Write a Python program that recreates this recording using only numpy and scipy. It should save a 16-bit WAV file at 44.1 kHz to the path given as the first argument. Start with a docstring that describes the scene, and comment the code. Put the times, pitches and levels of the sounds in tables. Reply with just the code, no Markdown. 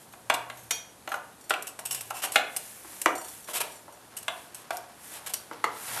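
"""Sleeves rustle over a faint hum and hiss, then a loose hub knocks on its splines: someone is spinning
a nut off the rear axle of a quad bike by hand, in a small workshop. The threads tick and scrape by
stick-slip friction, and small steel parts clink in their free modes. Things bump on the floor and a
tool clacks as the hand takes it. A short reverberation follows every blow."""
import sys
import numpy as np
from scipy import signal
from scipy.fft import rfft, irfft
from scipy.io import wavfile

SR = 44100
rng = np.random.default_rng(int(sys.argv[2]) if len(sys.argv) > 2 else 0)


def file_out(sig):
    """Save sig as 16-bit WAV at sys.argv[1]."""
    # one column per channel
    cols = np.atleast_2d(sig).T
    # limit, then scale
    lim = np.clip(cols, -1, 1)
    pcm = np.round(lim * 32767).astype(np.int16)
    wavfile.write(sys.argv[1], SR, pcm)


N = 264600
T = np.arange(N) / SR
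AGE = T[:SR * 3 // 4]  # seconds since a contact began


def undb(db):
    """Decibels to amplitude ratio."""
    return 10 ** (np.asarray(db) / 20)


def unit(x):
    """Scale to rms 1."""
    return x / np.sqrt(np.mean(x ** 2))


def unit_blow(x):
    """Scale a blow to rms 1 over its first 5 ms."""
    return x / np.sqrt(np.mean(x[:SR // 200] ** 2))


def at_hz(points, hz):
    """Interpolate a spectrum on a log-frequency axis."""
    f, value = np.transpose(points)
    return np.interp(np.log(np.maximum(hz, 1)), np.log(f), value)


def coloured(points, size):
    """Filtered noise of rms 1; the points give its relative spectral density."""
    gain = undb(at_hz(points, np.fft.rfftfreq(size, 1 / SR)))
    return unit(irfft(rfft(rng.standard_normal(size)) * gain, size))


def walk(rate_hz, size):
    """Smooth random modulation with spread near 1."""
    knots = rng.standard_normal(size)
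    return np.interp(np.arange(size) * rate_hz / SR, np.arange(size), knots)


def shelf(x, db, edge_hz):
    """A shelving filter lifts or lowers everything under the edge."""
    hz = np.fft.rfftfreq(len(x), 1 / SR)
    return irfft(rfft(x) * undb(db / (1 + (hz / edge_hz) ** 6)), len(x))


def add(out, start_s, x):
    """Superpose a sound from start_s on."""
    i = max(int(start_s * SR), 0)
    out[i:i + len(x)] += x[:N - i]


def swells(rows, rest_db):
    """An envelope of smooth arches, one a row, summed in power with a resting level."""
    power = undb(rest_db) ** 2
    for middle_s, length_s, level_db in rows:
        arch = np.cos(np.pi * np.clip((T - middle_s) / length_s, -.5, .5)) ** 2
        power = power + (undb(level_db) * arch) ** 2
    return np.sqrt(power)


def clothes():
    """Friction noise: fibres catch and let go as the fingers work and the body shifts."""
    # friction spectra of fingers and overalls: frequency_hz, level_db
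    finger_spectrum = [(100, -41), (250, -23.5), (900, -28), (1600, -2), (2600, -5.5), (4800, -8.5),
                       (7000, -2), (10000, 2), (12500, -1), (14000, -1.5)]
    overall_spectrum = [(45, -37), (80, -27), (110, 0), (163, -8), (220, -8), (414, -10.5), (800, 0.5),
                        (1320, 0.5), (2780, -7), (5000, -10), (9000, -19)]
    # fingers rub cloth and steel, the body shifts in heavy overalls: middle_s, length_s, level_db
    rubs = [(0.02, 0.12, -54.5), (0.6, 0.45, -55), (2.07, 0.16, -47), (2.66, 0.63, -44.5),
            (2.97, 0.56, -44.5), (3.32, 0.44, -44.5), (3.66, 0.52, -49.5), (4.37, 0.4, -51),
            (5.08, 0.28, -45.5), (5.33, 0.54, -51), (5.95, 0.6, -36)]
    shifts = [(2.9, 0.26, -51), (3.65, 0.19, -50), (4.5, 2.35, -56.5), (5.22, 1.1, -56.5),
              (5.54, 0.077, -48), (5.75, 0.62, -50.5), (5.94, 0.28, -37.5)]
    fingers = coloured(finger_spectrum, N) * unit(undb(1.7 * walk(700, N) + 0.22 * walk(35, N)))
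    overalls = coloured(overall_spectrum, N) * unit(undb(3.9 * walk(320, N) + 1.6 * walk(40, N)))
    return fingers * swells(rubs, rest_db=-61.5) + overalls * swells(shifts, rest_db=-68.5)


def background():
    """Ambient noise: steady hiss and rumble, with a hum that wavers in phase and amplitude."""
    # hiss of the workshop air: frequency_hz, level_db
    air = [(15, -28), (25, -15), (101, 0), (211, 4), (452, 2), (604, 2), (874, 1.5), (1140, -2.5),
           (1560, -4.5), (2200, -10.5), (3350, -10), (5370, -12.5), (9100, -9.5), (11800, -9), (13500, -26)]
    # the hum swells and sinks: middle_s, length_s, level_db
    hum_swells = [(0.5, 1, -60), (2.0, 0.56, -61), (5.95, 0.9, -63.5)]
    tone = np.sqrt(2) * np.sin(2 * np.pi * 119 * T + 2.6 * walk(9.5, N))
    hum = tone * undb(2.3 * walk(20, N)) * swells(hum_swells, rest_db=-72)
    rumble = coloured([(25, -22), (55, -14), (74, 5.0), (88, -1), (102, -19), (150, -7),
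                       (400, -33), (2000, -30)], N)
    return undb(-54.5) * coloured(air, N) + hum + undb(-73) * rumble


def onset(rise_s):
    """A contact builds up over a finite time while the faces settle on each other."""
    return 1 - np.exp(-AGE / rise_s)


def crack(decay_s):
    """A brief impact has a broad spectrum: a burst of noise where two hard faces meet."""
    # contact noise: frequency_hz, level_db
    contact = [(50, -49), (150, -5), (300, 0), (700, -3), (1500, -1), (3500, -2), (5000, -6), (6500, -2),
               (9000, -2.5), (13500, -9.5)]
    return unit_blow(coloured(contact, len(AGE)) * np.exp(-AGE / decay_s) * onset(0.00032))


def chatter(bouts, count=8):
    """Repeated impact: a dangling part touches unevenly, ever more lightly. Gives start_s, level_db."""
    gap_s, jitter, scatter_db, fade_db_per_s = 0.034, 0.25, 1.5, 25
    touches, steps = [], np.arange(count)
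    for start_s, length_s, level_db in bouts:
        slip, scatter = rng.standard_normal((count, 2)).T
        ages = gap_s * (steps + jitter * slip * (steps > 0))
        levels = level_db + scatter_db * scatter - fade_db_per_s * ages
        touches += [(start_s + age, db) for age, db in zip(ages, levels) if age < length_s]
    return touches


def chimes(touches, modes, tick_db, tick_s):
    """Mode splitting: a small free steel part is not quite round, so each of its modes beats."""
    out = np.zeros(N)
    hz, db, t60 = np.transpose(modes)[:, :, None]
    for start_s, level_db in touches:
        phase, split = rng.random((2, len(modes), 1))
        beat = 1 + .5 * np.cos(2 * np.pi * 45 * split * AGE)
        decay = np.exp(-np.log(1000) * AGE / t60)
        ring = undb(db) * beat * decay * np.sin(2 * np.pi * (hz * AGE + phase))
        add(out, start_s, undb(level_db) * (unit_blow(ring.sum(axis=0)) + undb(tick_db) * crack(tick_s)))
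    # so small a part radiates only treble
    return signal.sosfilt(signal.butter(2, 600, "high", fs=SR, output="sos"), out)


def nut_brushes():
    """Light repeated contact with the axle excites a few high, short-lived modes of the nut."""
    # bouts of brushing: start_s, length_s, level_db
    bouts = [(0.125, 0.02, -52), (0.572, 0.09, -50.5), (1.09, 0.07, -45.5)]
    # modes of the brushed nut: pitch_hz, level_db, t60_s
    modes = [(6420, -4, .09), (9400, -7, .08), (11500, -3, .09), (12650, -2, .08)]
    return chimes(chatter(bouts), modes, tick_db=-2, tick_s=0.016)


def contact_colour(hz, hardness_db, spot_hz, lift_db):
    """Modal excitation in dB: soft contact favours low modes, the struck spot those near one pitch."""
    softness_db = -hardness_db / (1 + (hz / 2000) ** 6)
    return softness_db + lift_db * np.exp(-(np.log2(hz / spot_hz) / .35) ** 2)


def blows(hits, modes, crowd, crowd_db, damp_s, ring_db, ring_s, lift_db, tick_db, tick_s, rise_s):
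    """Damped vibration: a held part's modes lose most energy at once, then ring on faintly."""
    out = np.zeros(N)
    hz, width, db = np.transpose(modes)[:, :, None]
    grid_hz = np.geomspace(100, 9000, 60)
    tail = undb(ring_db) * np.exp(-AGE / ring_s)
    fade = np.exp(-AGE / damp_s - np.pi * width * AGE) + tail
    for start_s, level_db, hardness_db, spot_hz in hits:
        touch = (hardness_db, spot_hz, lift_db)
        detune, phase = rng.standard_normal((2, len(modes), 1))
        gain = undb(db + contact_colour(hz, *touch)) * np.sqrt(width)
        tones = np.sin(2 * np.pi * (hz * (1 + 0.0046 * detune) * AGE + phase))
        strong = (gain * fade * tones).sum(axis=0)
        # the crowd of weaker modes overlaps into noise
        spectrum = np.column_stack([grid_hz, at_hz(crowd, grid_hz) + contact_colour(grid_hz, *touch)])
        weak = coloured(spectrum, len(AGE)) * (np.exp(-AGE / (0.7 * damp_s)) + tail)
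        body = unit_blow((unit(strong) + undb(crowd_db) * unit(weak)) * onset(rise_s))
        tick = undb(tick_db + 0.16 * hardness_db) * crack(tick_s)  # harder contacts tick more
        add(out, start_s, undb(level_db) * (body + tick))
    # parts this small radiate no bass
    return signal.sosfilt(signal.butter(6, 235, "high", fs=SR, output="sos"), out)


def hub_knocks():
    """Impact excitation: the loose hub strikes the axle's splines and sounds its damped modes."""
    # knocks: start_s, level_db, hardness_db, spot_pitch_hz
    hits = [(0.136, -43.5, -15, 740), (0.299, -15, -7.5, 1420), (0.342, -29.5, 9, 2200),
            (0.499, -35, -7, 1820), (1.075, -32, -15.5, 760), (1.118, -27.5, -19, 1070),
            (1.141, -26, -26, 1430), (1.506, -18.5, -11, 1510), (1.538, -28, -2, 2430),
            (1.79, -37.5, -15, 895), (2.106, -29, -20.5, 1500), (2.237, -30, -14, 1020),
            (2.358, -12, 0.5, 1540), (4.281, -23.5, -9.5, 3130), (4.706, -25, -17.5, 700)]
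    # hub resonances: pitch_hz, width_hz, level_db
    modes = [(300, 20, -11.5), (651, 56, -2), (735, 32, 3), (880, 75, -5), (1076, 12, -4.5), (1122, 8.5, 4),
             (1316, 58, -2.5), (1367, 130, 1), (1470, 82, 1), (1615, 180, 4), (2000, 39, 0), (2328, 140, 7),
             (2560, 95, 1.5), (2860, 28, -3), (2803, 36, 8.5), (3300, 41, -8), (3450, 71, 5), (4110, 49, 0),
             (3920, 110, -3)]
    # weaker modes between them: frequency_hz, level_db
    crowd = [(100, -32), (200, -22), (290, -18), (480, -25), (620, -4), (750, -1.5), (1400, -7), (1800, -4),
             (2700, 0.5), (4200, -4), (5200, -24), (9000, -69)]
    return blows(hits, modes, crowd, crowd_db=-3.5, damp_s=0.0083, ring_db=-40, ring_s=0.069,
                 lift_db=5.5, tick_db=-7.5, tick_s=0.0034, rise_s=0.0014)


def grit(body_db, ring_share, rough_db, grain_hz):
    """Roughness noise: tiny slips of steel, filtered by the resonances of nut and thread."""
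    # friction spectrum of the thread: frequency_hz, level_db
    thread = [(100, -51), (300, -17), (750, -6), (1900, -9), (2800, -7.5), (4300, -9.5), (5600, -9),
              (6800, -7.5), (7900, -4), (8700, -2), (10000, -4), (11500, -3), (13500, -7)]
    # resonances of the nut held in the fingers: pitch_hz, width_hz, level_db
    held_nut = [(2860, 400, 12), (5500, 380, 9), (6550, 220, 6), (7870, 290, 14), (9000, 300, 8),
                (11100, 320, 9), (12220, 280, 8)]
    size = len(AGE)
    hz = np.fft.rfftfreq(size, 1 / SR)
    slips = shelf(coloured(thread, size), body_db, 4240) * unit(undb(rough_db * walk(grain_hz, size)))
    centre, width, db = np.transpose(held_nut)[:, :, None]
    grip = 1 + 0.025 * rng.standard_normal((len(held_nut), 1))  # each grip shifts the resonances
    peaks_db = (db / (1 + (2 * (hz - centre * grip) / width) ** 2)).sum(axis=0)
    return irfft(rfft(slips) * undb(np.clip(ring_share, 0, 1) * (peaks_db - 6)), size)


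def thread_ticks():
    """Stick-slip: the nut catches and jumps; when loose it rings more, falls back and ticks again."""
    # jumps on the thread: start_s, level_db, looseness (0-1)
    ticks = [(0.34, -29.5, 0.03), (1.496, -28, 0), (1.6242, -33.5, 0), (1.6704, -34, 0.77),
             (1.791, -37.5, 0.46), (1.8536, -32.5, 0.86), (1.9095, -26, 0.9), (1.946, -27.5, .55),
             (2.0084, -32.5, 0.45), (2.104, -38, .1), (2.3203, -29, 0.45), (2.5648, -25, 0.2),
             (3.016, -25.5, 0), (3.608, -43.5, 0.3), (4.1677, -33.5, 0.75), (4.228, -42, 0),
             (4.5452, -37, 0.55), (4.77, -33.5, 0.1), (5.3368, -25.5, 0.27)]
    rebound_s, rebound_db = 0.016, -3.5  # for a fully loose nut
    out = np.zeros(N)
    for start_s, level_db, looseness in ticks:
        decay_s = np.interp(looseness, [0, 1], [0.0042, 0.0094])
        ring_share = np.interp(looseness, [0, 1], [0.41, 1])
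        envelope = np.exp(-AGE / decay_s) * onset(0.0021)
        for delay_s, gain in [(0, 1), (rebound_s, undb(rebound_db) * looseness ** 2)]:
            tick = envelope * grit(body_db=-3.5, ring_share=ring_share, rough_db=5.0, grain_hz=1560)
            add(out, start_s + delay_s - .001, gain * undb(level_db) * unit_blow(tick))
    return out


def nut_clink():
    """Free vibration: the struck nut rings in its inharmonic modes."""
    # the strike: start_s, level_db
    touches = [(0.708, -27.5)]
    # modes of the free nut: pitch_hz, level_db, t60_s
    modes = [(2013, -12, .3), (2449, -7, .38), (3252, -4, .36), (3690, -9, .3), (4479, -6, .27),
             (5163, -12, .2), (5728, 1, .22), (5835, -1, .36), (6535, -3, .34), (7267, -5, .16),
             (7354, -2, .13), (10261, -9, .2), (10567, -2, .19), (11488, -6, .22), (12344, -1, .18)]
    return chimes(touches, modes, tick_db=6.0, tick_s=0.0063)


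def washer_jingles():
    """Repeated impacts excite a washer's free modes, and the overlapping decays make a jingle."""
    # bouts of jingling: start_s, length_s, level_db
    bouts = [(1.41, 0.085, -52.5), (3.153, 0.17, -39.5), (3.444, 0.02, -48.5), (3.72, 0.05, -49),
             (3.924, 0.02, -52)]
    # washer modes: pitch_hz, level_db, t60_s
    modes = [(3450, -13, .3), (4452, -8, .3), (5163, -11, .15), (5739, -4, .28), (6562, -11, .25),
             (7192, -1, .3), (8403, -2, .22), (8495, -4, .2), (8764, 0, .2), (9157, -6, .15),
             (10148, -3, .25), (10449, -6, .2), (11590, -9, .2), (11956, -9, .2), (12306, -1, .22)]
    return chimes(chatter(bouts), modes, tick_db=-3, tick_s=0.0041)


def thread_scrapes():
    """Sliding friction: steel moves over steel in short gritty strokes."""
    # strokes: start_s, length_s, level_db, ring_share (0-1)
    scrapes = [(1.886, 0.13, -40, 1), (2.138, 0.076, -36.5, 0.8), (2.219, 0.048, -27, 0.45),
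               (2.33, 0.057, -36, 0), (3.473, 0.056, -39.5, 0), (3.533, 0.056, -27, 0.27),
               (3.601, 0.022, -24, 0.2), (4.552, 0.09, -50.5, 0.4), (4.719, 0.051, -46, 0.1),
               (5.109, 0.091, -41.5, .1), (5.261, 0.024, -33.5, 0), (5.291, 0.023, -39, 0)]
    out = np.zeros(N)
    for start_s, length_s, level_db, ring_share in scrapes:
        stroke = np.sqrt(np.abs(np.sin(np.pi * np.minimum(AGE / length_s, 1))))
        friction = grit(body_db=4.5, ring_share=ring_share, rough_db=2.5, grain_hz=1200)
        add(out, start_s, undb(level_db) * stroke * friction)
    return out


def floor_bumps():
    """Heavily damped impacts: things are put down on the floor and barely ring."""
    # bumps: start_s, level_db, hardness_db, spot_pitch_hz
    hits = [(2.847, -45, -13, 300), (3.059, -12.5, 1, 666), (3.486, -36.5, -20, 610), (3.88, -43, -33, 730),
            (5.512, -33.5, -27, 484)]
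    # resonances of things on the floor: pitch_hz, width_hz, level_db
    modes = [(301, 17, 1.5), (606, 160, -10), (700, 46, -13), (1032, 13, 5), (1340, 92, 6.5),
             (1570, 380, 7), (2004, 100, 8.5), (1960, 130, -34), (2380, 63, 3), (2280, 31, -17),
             (2760, 170, -1), (3380, 140, -9), (3620, 49, -21)]
    # weaker modes between them: frequency_hz, level_db
    crowd = [(100, -35), (200, -43), (290, -16), (420, -2.5), (650, -3), (1250, 4), (1650, -36),
             (2200, -9.5), (3200, -9), (5000, -25), (9000, -43)]
    return blows(hits, modes, crowd, crowd_db=-2.5, damp_s=0.011, ring_db=-42, ring_s=0.018,
                 lift_db=8.5, tick_db=-12.5, tick_s=0.002, rise_s=0.00086)


def tool_clack():
    """A damped transient: a tool clacks as the hand takes it, and its modes die quickly."""
    # the clack: start_s, level_db, hardness_db, spot_pitch_hz
    hits = [(5.641, -17.5, -0.5, 1070)]
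    # tool resonances: pitch_hz, width_hz, level_db
    modes = [(308, 32, -24), (450, 19, -8.5), (686, 55, -14), (915, 44, -3), (995, 58, -0.5),
             (1140, 45, -18), (1250, 88, -1), (1630, 36, -10), (2030, 87, 1), (2760, 90, -13),
             (3060, 49, -17), (3600, 120, -19), (4200, 50, -26), (4300, 50, -14)]
    # weaker modes between them: frequency_hz, level_db
    crowd = [(100, -38), (210, -31), (300, -3.5), (450, -17), (600, -1), (900, -15), (1150, 7), (1600, -11),
             (2100, -9), (3300, -9), (5000, -20), (9000, -44)]
    return blows(hits, modes, crowd, crowd_db=-5, damp_s=0.0086, ring_db=-48, ring_s=.025,
                 lift_db=2.3, tick_db=-13.5, tick_s=0.0055, rise_s=0.0017)


def workshop(dry, ring_s, damping_hz=9000, build_s=0.0025):
    """Reverberation: floor, walls and machine add dense reflections that die sooner in the treble."""
    # reverberant against direct sound: frequency_hz, level_db
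    room = [(150, -7), (350, 0.5), (520, 0.5), (750, 1), (1400, -5), (3000, -5.5), (5500, -7), (12000, -10)]
    hz = np.fft.rfftfreq(len(AGE), 1 / SR)
    scatter = rfft(rng.standard_normal(len(AGE)))
    edges = np.geomspace(100, 16000, 23)
    response = np.zeros(len(AGE))
    for low, high in zip(edges[:-1], edges[1:]):
        centre = np.sqrt(low * high)
        t60 = ring_s / (1 + centre / damping_hz)
        band = irfft(scatter * ((hz >= low) & (hz < high)), len(AGE))
        band *= np.exp(-np.log(1000) * AGE / t60) * (1 - np.exp(-(AGE / build_s) ** 2))
        band *= np.sqrt(2 * (high - low) / SR / np.sum(band ** 2))  # unit gain within the band
        response += band * undb(at_hz(room, centre))
    return dry + signal.fftconvolve(dry, response)[:N]


def scene():
    """Superposition in one room; each group of sources has its own reverberation time, and blows on the floor
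    die soonest."""
    hub, bumps, tool = hub_knocks(), floor_bumps(), tool_clack()
    on_axle = workshop(hub, ring_s=0.53)
    on_floor = workshop(bumps + tool, ring_s=0.47)
    air = background()
    handling = thread_ticks() + thread_scrapes() + clothes()
    small_parts = nut_clink() + nut_brushes() + washer_jingles()
    in_hand = workshop(small_parts + handling, ring_s=0.56)
    return (on_axle + on_floor + in_hand + air)[None]


def record(dry):
    """Soft saturation rounds the loudest peaks, and a steep low-pass cuts the top of the treble."""
    return signal.sosfilt(signal.ellip(10, .2, 75, 13550, fs=SR, output="sos"), np.tanh(dry))


dry = scene()
out = record(dry)
file_out(out)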